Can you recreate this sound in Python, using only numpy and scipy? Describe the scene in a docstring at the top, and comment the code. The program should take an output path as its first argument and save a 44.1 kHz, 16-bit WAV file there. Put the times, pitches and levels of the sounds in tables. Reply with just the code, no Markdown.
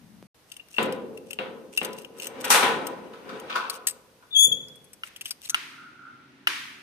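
"""A steel padlock clicks as a key works it, knocking on the sheet-metal door it hangs from, which booms.
The shackle springs open, scrapes out of the staple and clanks on the hasp; loose keys jingle, the dry
hasp squeals as it sticks and slips, and the lock is set down. Then the outdoor air gives way to a hall
with a droning motor, where two sprung wall switches snap while a crow caws far off."""
import sys
import numpy as np
from scipy import signal
from scipy.fft import rfft, irfft, next_fast_len
from scipy.io import wavfile
from scipy.ndimage import map_coordinates

SR = 44100
rng = np.random.default_rng(int(sys.argv[2]) if len(sys.argv) > 2 else 0)


def generate_wav(sig):
    """Save sig (samples, or channels by samples) to the path in sys.argv[1] as 16-bit PCM at SR."""
    pcm = np.round(np.clip(np.atleast_2d(sig).T, -1, 1) * 32767).astype(np.int16)
    wavfile.write(sys.argv[1], SR, pcm)


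N = 300762

# noise colours of the outdoor air and the opening rumble: freq_hz, density_db
AIR_SPECTRUM = [(50, -6.5), (354, -11), (581, -14), (14000, -27.5)]
RUMBLE_SPECTRUM = [(80, -11), (215, 1), (500, -32), (4000, -50)]
# fingers fumble and steel slides on steel: start_s, length_s, hiss_db
SLIDES = [(0.678, 0.2, -50.5), (1.957, 0.087, -52), (2.183, 0.1, -44.5), (2.401, 0.023, -40),
          (3.706, 0.078, -43), (5.035, 0.061, -51), (5.236, 0.083, -44.5), (5.41, 0.085, -44.5)]
# key and pins click in the lock: start_s, level_db
CLICKS = [(0.517, -22), (0.566, -29), (0.828, -17.5), (0.9231, -23.5), (1.1742, -30), (1.3071, -21.5),
          (1.331, -20), (1.7742, -7), (1.83, -20.5), (1.8471, -12.5), (1.93, -23.5), (1.985, -25.5),
          (2.047, -31.5), (2.1987, -23), (2.243, -22), (2.269, -14.5), (2.444, -13), (2.451, -11.5),
          (2.496, -19), (2.5017, -9), (2.8686, -15.5), (3.398, -28)]
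# the lock's bright ring and the lower ring of its case: pitch_hz, level_db, t60_s
LOCK_MODES = [(5870, -12.5, 0.02), (8240, -4.5, 0.026), (12900, -19, 0.024)]
CASE_MODES = [(2793, 3, 0.023), (3050, -7, 0.038)]
# the key knocks against the lock's case, which rings briefly: start_s, level_db
CASE_TAPS = [(0.596, -30.5), (0.741, -32), (0.766, -23), (1.7754, -9.5)]
# reverb tail outside the door: freq_hz, t60_s
PORCH_T60 = [(3400, 0.59), (12000, 0.31)]
# the lock hits the door, softly with its body (0) or hard with its shackle: start_s, level_db, hardness
KNOCKS = [(0.7832, -22.5, 0), (1.388, -31.5, 0), (1.815, -32, 0), (2.442, -26.5, 0.58),
          (2.503, -12.5, 0.89), (2.545, -14, 0.6), (2.628, -15.5, 0.44)]
# colour of the struck door: freq_hz, density_db
DOOR_SPECTRUM = [(65, -25.5), (150, -6), (310, -2), (530, -0.5), (660, -8.5), (993, -8), (1640, -9.5),
                 (3480, -12.5), (4700, -17.5), (9000, -13.5), (14000, -23)]
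# the door's ring-out: freq_hz, t60_s
DOOR_T60 = [(100, 1.23), (300, 2.19), (700, 1.067), (1800, 0.56), (4800, 0.49), (12800, 0.38)]
# the door's strongest modes: pitch_hz, boost_db
PANEL_MODES = [(233, 1), (462, 1.5), (1005, 8), (1442, 8.5)]
# the door sits left in the image: freq_hz, left_minus_right_db
DOOR_PAN = [(60, 4), (180, 6), (550, 0.5), (1650, 2), (4970, 5.5), (8500, 0.5)]
# envelope of the shackle dragging in the staple: time_s, level_db
DRAG_ENVELOPE = [(2.151, -51.5), (2.45, -37.5), (2.9, -40), (3.15, -52.5), (3.33, -40), (3.7, -52),
                 (4, -60)]
# the shackle strikes the hasp: start_s, level_db, relative_scrape_db
CLANKS = [(3.133, -47.5, -3), (3.29, -40, -3), (3.497, -36, 10), (3.555, -24, -10.5), (4.224, -57.5, -15)]
# colours of the hasp's clank and the door's soft thud: freq_hz, density_db
HASP_SPECTRUM = [(120, -55), (227, -24.5), (504, -10.5), (815, -10), (1100, 3), (1520, 2), (1850, -11.5),
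                 (3630, -14.5), (14000, -32.5)]
THUD_SPECTRUM = [(60, -27), (145, -4), (230, -14.5), (500, -14), (800, -30.5), (5000, -44)]
# loose keys strike each other and the case: start_s, level_db, pitch_hz
JINGLES = [(3.6972, -11, 4450), (3.748, -37, 9600), (3.8696, -2, 7940), (4.683, -36.5, 5060),
           (4.756, -39.5, 8900), (4.843, -38.5, 10300), (4.9316, -28.5, 8200), (5.073, -35.5, 2300),
           (5.1615, -25.5, 3050), (5.21, -19, 2820), (5.256, -16, 3060), (5.307, -11.5, 4900),
           (5.453, -22.5, 3910), (5.4955, -8, 6180)]
# ring of a free-hanging key: pitch_hz, level_db, t60_s
KEY_MODES = [(6960, -8.5, 0.06), (8200, -4, 0.07), (9600, -12.5, 0.06), (13100, -6, 0.05)]
# the hand shifts the bunch a little: time_s, left_minus_right_db
KEYS_PAN = [(4.8, 7), (5.1, 5)]
# the hasp's two slips: start_s, rise_s, hold_s, level_db
SQUEALS = [(4.308, 0.084, 0.068, -13.7), (4.509, 0.016, 0.007, -16.5)]
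# the squeal's glide: time_s, pitch_hz
SQUEAL_PITCH = [(4.338, 3560), (4.362, 3290), (4.395, 3377), (4.455, 3423), (4.53, 3336)]
# the squeal's bite: harmonic, level_db
SQUEAL_OVERTONES = [(2, 0), (3, -4), (4, -12)]
# a small clack as the lock is set down, then two switch snaps: start_s, level_db, hall_send_db
CLACKS = [(5.035, -28, -4.5), (5.545, -12.5, -5), (6.472, -12, 1.5)]
# the short ring of each clack: pitch_hz, width_hz, level_db
CLACK_MODES = [(1370, 127, 7.5), (2010, 70, 0), (2910, 134, 12), (4530, 1500, -29)]
# colour of the hall's answer to a clack: freq_hz, density_db
HALL_SPECTRUM = [(180, -67), (300, -7), (692, -22.5), (960, -5), (1820, 0.5), (2850, -0.5), (4920, -9),
                 (14000, -24)]
# the hall's reverb tail: freq_hz, t60_s
HALL_T60 = [(500, 0.44), (1500, 1), (4000, 0.82)]
# the crow's calls: start_s, length_s, level_db
CAWS = [(5.487, 0.11, -49), (5.692, 0.219, -50), (5.951, 0.22, -49.5)]
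# the motor's drone: harmonic, level_db
MOTOR_HARMONICS = [(5, -66), (9, -66), (10, -63.5), (11, -65.5), (14, -67.5)]
# the hall's room tone: freq_hz, density_db
ROOM_TONE_SPECTRUM = [(50, -15), (120, -10), (286, -4.5), (504, -19.5), (2230, -15), (3320, -20.5),
                      (14000, -42)]
# stereo image of diffuse sound: freq_hz, left_right_correlation
STEREO_CORRELATION = [(220, 0.73), (600, 0.77), (1200, 0.15), (2200, 0.26), (5000, 0.029)]

DROPOUT_S, INDOORS_AT_S = (0.27, 0.345), 5.505


def amp(db):
    """Decibels to gain."""
    return 10 ** (np.asarray(db) / 20)


def unit(x):
    """x at rms 1."""
    return x / np.sqrt(np.mean(x ** 2) + 1e-20)


def clock(size):
    """Seconds for each sample."""
    return np.arange(size) / SR


def along(points, hz):
    """Read a curve on a log frequency axis."""
    freqs, values = np.transpose(points)
    return np.interp(np.log(hz + 1), np.log(freqs + 1), values)


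def automation(points):
    """Breakpoints in time, drawn out to one value a sample."""
    return np.interp(clock(N), *np.transpose(points))


def during(start, end):
    """A gate, open between two times."""
    return (clock(N) >= start) & (clock(N) < end)


def wobble(rate):
    """A smooth random curve, rate knots a second."""
    return map_coordinates(rng.standard_normal(int(N * rate / SR) + 4), [np.arange(N) * rate / SR])


def filtered(x, response):
    """EQ x with a gain given as a function of frequency."""
    size = x.shape[-1]
    padded = next_fast_len(size + 8192)
    return irfft(rfft(x, padded) * response(np.fft.rfftfreq(padded, 1 / SR)), padded)[..., :size]


def highpass(x, hz, order=2):
    """Causal low cut."""
    return signal.sosfilt(signal.butter(order, hz, "high", fs=SR, output="sos"), x)


def resonance(hz, centre, width):
    """The gain of one resonant peak."""
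    return 1 / np.sqrt(1 + ((hz - centre) / width) ** 2)


def add(track, start, sound):
    """Mix a sound in at start seconds."""
    part = track[..., round(start * SR):][..., :sound.shape[-1]]
    part += sound[..., :part.shape[-1]]


def placed(x, lag_ms, pan_db):
    """Pan a close source: the left side is later by lag_ms and louder by pan_db."""
    left = filtered(x, lambda hz: np.exp(-1j * np.pi * hz * lag_ms / 1000))
    right = filtered(x, lambda hz: np.exp(1j * np.pi * hz * lag_ms / 1000))
    return np.array([left * amp(pan_db / 2), right * amp(-pan_db / 2)])


def diffuse(spectrum, size):
    """Stereo noise of rms 1, narrow in the bass and wide in the treble."""
    def mid_side_gains(hz):
        angle = np.arccos(along(STEREO_CORRELATION, hz)) / 2
        return amp(along(spectrum, hz)) * [np.cos(angle), np.sin(angle)]
    mid, side = filtered(rng.standard_normal((2, size)), mid_side_gains)
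    return unit(np.array([mid + side, mid - side]))


def fade(t, t60):
    """Exponential decay; 1 - fade makes an attack."""
    return 10 ** -np.minimum(3 * t / t60, 12)


def ring_out(x, t60):
    """Each frequency fades at its own speed."""
    hz, t, bands = signal.stft(x, SR, nperseg=256)
    bands = bands * amp(-60 * t / along(t60, hz)[:, None])
    return signal.istft(bands, SR, nperseg=256)[1][:, :x.shape[-1]]


def reverb(x, t60):
    """The diffuse answer of the walls to a mono sound."""
    tail = ring_out(rng.standard_normal((2, SR)), t60)
    return signal.fftconvolve(x[None], tail / np.linalg.norm(tail[0]), axes=1)[:, :N]


def ring(modes, t, scatter_db):
    """Struck modes, their strengths scattered anew on each hit."""
    return sum(amp(db + scatter_db * rng.normal()) * fade(t, t60)
               * np.sin(2 * np.pi * (hz * t + rng.random())) for hz, db, t60 in modes)


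def steel_colour(spacing_hz, strong_modes=(), spread_db=3.7):
    """The EQ of a steel part: modes of random strength, with any strong ones boosted."""
    grid = np.arange(0, SR / 2, spacing_hz)
    db = spread_db * np.clip(rng.standard_normal(len(grid)), -2, 2)
    db += sum(boost * resonance(grid, hz, spacing_hz) ** 2 for hz, boost in strong_modes)
    return lambda hz: np.interp(hz, grid, unit(amp(db)))


def crack(t, low_hz, t60):
    """The bright transient of one contact; each touches another spot and has its own colour."""
    return filtered(highpass(rng.standard_normal(len(t)), low_hz), steel_colour(300)) * fade(t, t60)


def chatter(x, t60, share):
    """Hard parts never meet cleanly: a spray of tiny rebounds follows the contact."""
    t = clock(SR // 20)
    hits = rng.standard_normal(len(t)) * (rng.random(len(t)) < .06) * fade(t, t60)
    hits *= share / np.linalg.norm(hits)
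    hits[0] = 1
    return signal.fftconvolve(x, hits / np.linalg.norm(hits))[:len(x)]


def outdoor_air():
    """A bed of still air that opens with a low rumble and one bump."""
    rumble = amp(-54.5) * diffuse(RUMBLE_SPECTRUM, N) * amp([[3], [-3]]) * during(0, DROPOUT_S[0])
    t = clock(SR // 10)
    add(rumble, .227, amp(-33.5) * np.cos(2 * np.pi * 350 * t) * fade(t, 0.01))
    return rumble + amp(-59) * diffuse(AIR_SPECTRUM, N) * during(0, INDOORS_AT_S)


def steel_slide(scrape_s=0.11, scrape_db=-38.5):
    """Sliding steel hisses in tiny catches that excite lock and case; the key scrapes at each click."""
    def lock_colour(hz):
        case = amp(-1) * resonance(hz, CASE_MODES[0][0], 150)
        return case + sum(amp(db) * resonance(hz, mode, 480) for mode, db, _ in LOCK_MODES)
    pressure = np.zeros(N)
    key_scrapes = [(start - scrape_s / 2, scrape_s, db + scrape_db) for start, db in CLICKS]
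    for start, length, db in SLIDES + key_scrapes:
        add(pressure, start, amp(db) * np.sin(np.linspace(0, np.pi, int(length * SR))))
    catches = unit(amp(4.5 * wobble(330) + 3.5 * wobble(60)) * rng.standard_normal((2, N)))
    return pressure * unit(filtered(highpass(catches, 1500), lock_colour))


def padlock(case_hz=2760, ticks_per_s=70):
    """Pins and key click, sliding steel ticks, and the heavy case adds a short, lower ring."""
    out, t = np.zeros(N), clock(SR // 4)
    for start, db in CLICKS:
        steel = .15 * ring(LOCK_MODES, t * (1 + .04 * rng.normal()), scatter_db=4)
        steel += .45 * crack(t, 2900, .024)
        body = ring(CASE_MODES, t * (1 + .012 * rng.normal()), scatter_db=3) * fade(t, .035)
        click = amp(db) * steel + amp(-20 + 0.43 * db) * body  # louder clicks are brighter
        add(out, start, chatter(click, t60=0.035, share=0.45) * (1 - fade(t, 0.007)))
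    for start, length, db in SLIDES:
        for tick_s in rng.uniform(start, start + length, round(length * ticks_per_s)):
            add(out, tick_s, amp(db + 6) * crack(t, 2500, .015))
    case = np.sin(2 * np.pi * case_hz * t) * fade(t, 0.03)
    for start, db in CASE_TAPS:
        add(out, start, amp(db) * chatter(case, t60=0.055, share=0.58) * (1 - fade(t, 0.011)))
    for start, db, _ in KNOCKS[:3]:  # while it is shut, the case rings when it hits the door
        add(out, start, amp(db + 12.5) * case * (1 - fade(t, 0.0012)))
    return placed(out, lag_ms=.13, pan_db=8) + amp(-16.5) * reverb(out, PORCH_T60)


def door_knocks(panel, boom_hz=720, rattle_hz=4200):
    """The sheet has countless modes: soft knocks boom in the low ones, hard ones rattle the fittings."""
    out, t = np.zeros((2, N)), clock(SR + SR // 2)
    for start, db, hardness in KNOCKS:
        sheet = filtered(diffuse(DOOR_SPECTRUM, len(t)), panel)
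        boom = filtered(sheet, lambda hz: 1 / (1 + (hz / boom_hz) ** 10))
        rattle = filtered(sheet, lambda hz: 1 - 1 / (1 + (hz / rattle_hz) ** 10))
        clang = sheet - boom - rattle
        boom_db, rattle_db = -6.5 - 22.5 * hardness, -28.5 + 31.5 * hardness ** 2
        knock = amp(boom_db) * unit(boom) + amp(-6) * unit(clang) + amp(rattle_db) * unit(rattle)
        add(out, start, amp(db) * ring_out(knock, DOOR_T60) * (1 + 0.47 * fade(t, 1.0)))
    return out


def shackle_drag():
    """The shackle catches and slips in the staple, and the door murmurs with it."""
    murmur = unit(filtered(diffuse(DOOR_SPECTRUM, N), lambda hz: 1 / (1 + (hz / 2600) ** 2)))
    level = amp(automation(DRAG_ENVELOPE) + 0.76 * wobble(45))
    return murmur * level * during(DRAG_ENVELOPE[0][0], DRAG_ENVELOPE[-1][0])


def hasp_clanks(scrape_hz=2800, push_s=4.455):
    """The hasp clanks and the shackle grates on it; later a finger pushes it and the door thuds."""
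    out, t = np.zeros((2, N)), clock(SR)
    plate = steel_colour(60)
    for start, db, scrape_db in CLANKS:
        clank = ring_out(diffuse(HASP_SPECTRUM, len(t)), DOOR_T60)
        clank *= (0.65 + 1.6 * fade(t, 0.085)) * (1 - fade(t, 0.014))
        grit = rng.standard_normal((2, len(t))) * amp(6 * wobble(400)[:len(t)])
        scrape = unit(filtered(grit, lambda hz: plate(hz) * resonance(hz, scrape_hz, 1300) ** 3))
        scrape *= fade(t, 0.63) * (1 - fade(t, 0.013))
        add(out, start, amp(db) * (clank + .5 * amp(scrape_db) * scrape))
    thud = diffuse(THUD_SPECTRUM, len(t)) * fade(t, 1.36) * (1 - fade(t, 0.046))
    add(out, push_s, amp(-42.5) * thud)
    return out


def key_jingle(swinging_s=(3.8, 4), rebound_s=0.013, rebound_db=-7):
    """Thin keys chink and rebound, each hit with its own note; fingers damp them unless they swing."""
    out, t = np.zeros(N), clock(SR // 3)
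    for start, db, note_hz in JINGLES:
        damping, contacts = (1, 4) if swinging_s[0] < start < swinging_s[1] else (3, 2)
        modes = [(hz, level, t60 / damping) for hz, level, t60 in KEY_MODES]
        for k in range(contacts):
            chink = 0.13 * ring(modes, t * (1 + .015 * rng.normal()), scatter_db=2)
            chink += 0.38 * crack(t, 6000, 0.028)
            note = filtered(rng.standard_normal(len(t)), lambda hz: resonance(hz, note_hz, 380) ** 2)
            clatter = highpass(crack(t, 1500, 0.045), 1300)
            strike = chink + amp(-12) * unit(note) * fade(t, 0.031) + amp(-14) * clatter
            strike = chatter(strike, t60=0.022, share=0.2) * (1 - fade(t, 0.005))
            add(out, start + k * rebound_s / damping, amp(db + k * rebound_db) * strike)
    return placed(out, lag_ms=0.11, pan_db=automation(KEYS_PAN)) + amp(-24) * reverb(out, PORCH_T60)


def hasp_squeal(swell_db=37, release_s=0.023, grip_s=0.018, echo_s=0.021):
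    """Stick-slip in the dry hasp: each slip swells, holds and lets go; the louder, the more bite."""
    hz = automation(SQUEAL_PITCH)
    level, t = np.zeros(N), clock(SR // 2)
    for start, rise, hold, db in SQUEALS:
        swell = amp(-swell_db * np.maximum(1 - t / rise, 0) ** 2)
        release = fade(np.maximum(t - rise - hold, 0), release_s)
        add(level, start, amp(db) * swell * release)
    phase = 2 * np.pi * np.cumsum(hz * (1 + .0033 * wobble(240) + .002 * wobble(1100))) / SR
    step = 1 / (grip_s * SR)
    grip = signal.lfilter([step], [1, step - 1], level)  # the overtones take time to build
    bite = amp(15) * np.minimum(grip, level) ** 1.47
    overtones = sum(amp(db) * np.sin(k * phase) for k, db in SQUEAL_OVERTONES)
    squeal = (np.sin(phase) + bite * overtones) * level * amp(2.3 * wobble(170))
    squeal += amp(-39) * level * highpass(rng.standard_normal(N), hz.mean())  # the dry faces hiss
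    squeal += amp(-11) * np.roll(squeal, round(echo_s * SR))  # slapback off a near wall
    return placed(squeal, lag_ms=0.12, pan_db=10.5) + amp(-11) * reverb(squeal, PORCH_T60)


def set_down_and_switches():
    """The lock is set down with a small clack, then two sprung switches snap; the hall answers each."""
    out, t = np.zeros((2, N)), clock(SR)
    modes = [(hz, db, np.log(1000) / (np.pi * width)) for hz, width, db in CLACK_MODES]
    for start, db, send_db in CLACKS:
        body = 0.58 * ring(modes, t, scatter_db=0)
        burst = 0.25 * highpass(rng.standard_normal(len(t)), 800) * fade(t, 0.039)
        clack = highpass(chatter(body + burst, t60=.02, share=.6), 750, order=4)
        hall = ring_out(diffuse(HALL_SPECTRUM, len(t)), HALL_T60)
        add(out, start, amp(db) * (placed(clack, lag_ms=.2, pan_db=4) + amp(send_db - 17.5) * hall))
    return out


def crow(pitch_hz=470, throat_hz=1400, width_hz=190):
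    """Far, hoarse caws: only the strongest throat resonance carries."""
    out = np.zeros(N)
    for start, length, db in CAWS:
        arch = np.sin(np.linspace(0, np.pi, int(length * SR)))
        phase = 2 * np.pi * np.cumsum(pitch_hz * (1 + 0.063 * (arch - .7))) / SR
        rasp = np.maximum(np.cos(phase), 0) ** 2 * (1 + 6 * rng.standard_normal(len(arch)))
        voice = filtered(rasp, lambda hz: resonance(hz, throat_hz, width_hz) ** 4)
        add(out, start, amp(db) * unit(voice) * arch)
    return out + reverb(out, HALL_T60)


def hall_motor(rotation_hz=26.8):
    """A motor drones on harmonics of its slightly wavering speed, over the hall's room tone."""
    turns = np.cumsum(rotation_hz * (1 + 0.0022 * wobble(5.9))) / SR
    drone = sum(amp(db) * np.sin(2 * np.pi * (k * turns + rng.random())) for k, db in MOTOR_HARMONICS)
    room_tone = amp(-57) * diffuse(ROOM_TONE_SPECTRUM, N)
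    return (drone + room_tone) * during(INDOORS_AT_S, N / SR)


def scene():
    """The stereo mix; knocks, clanks and drag all ring the same door panel."""
    panel = steel_colour(11, PANEL_MODES)
    door = door_knocks(panel) + filtered(hasp_clanks() + shackle_drag(), panel)
    door = filtered(door, lambda hz: amp(along(DOOR_PAN, hz) * np.array([[.5], [-.5]])))
    hardware = padlock() + steel_slide() + key_jingle() + hasp_squeal()
    return door + hardware + set_down_and_switches() + crow() + hall_motor() + outdoor_air()


def record(dry, low_cut_hz=84, notch_hz=7350, top_hz=14400):
    """Small microphones round the peaks, trim bass and top and notch the treble; one brief dropout."""
    heard = highpass(np.tanh(dry), low_cut_hz) * ~during(*DROPOUT_S)
    heard = filtered(heard, lambda hz: 1 - .7 * resonance(hz, notch_hz, 420) ** 4)
    return filtered(heard, lambda hz: 1 / np.sqrt(1 + (hz / top_hz) ** 170))


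dry = scene()
out = record(dry)
generate_wav(out)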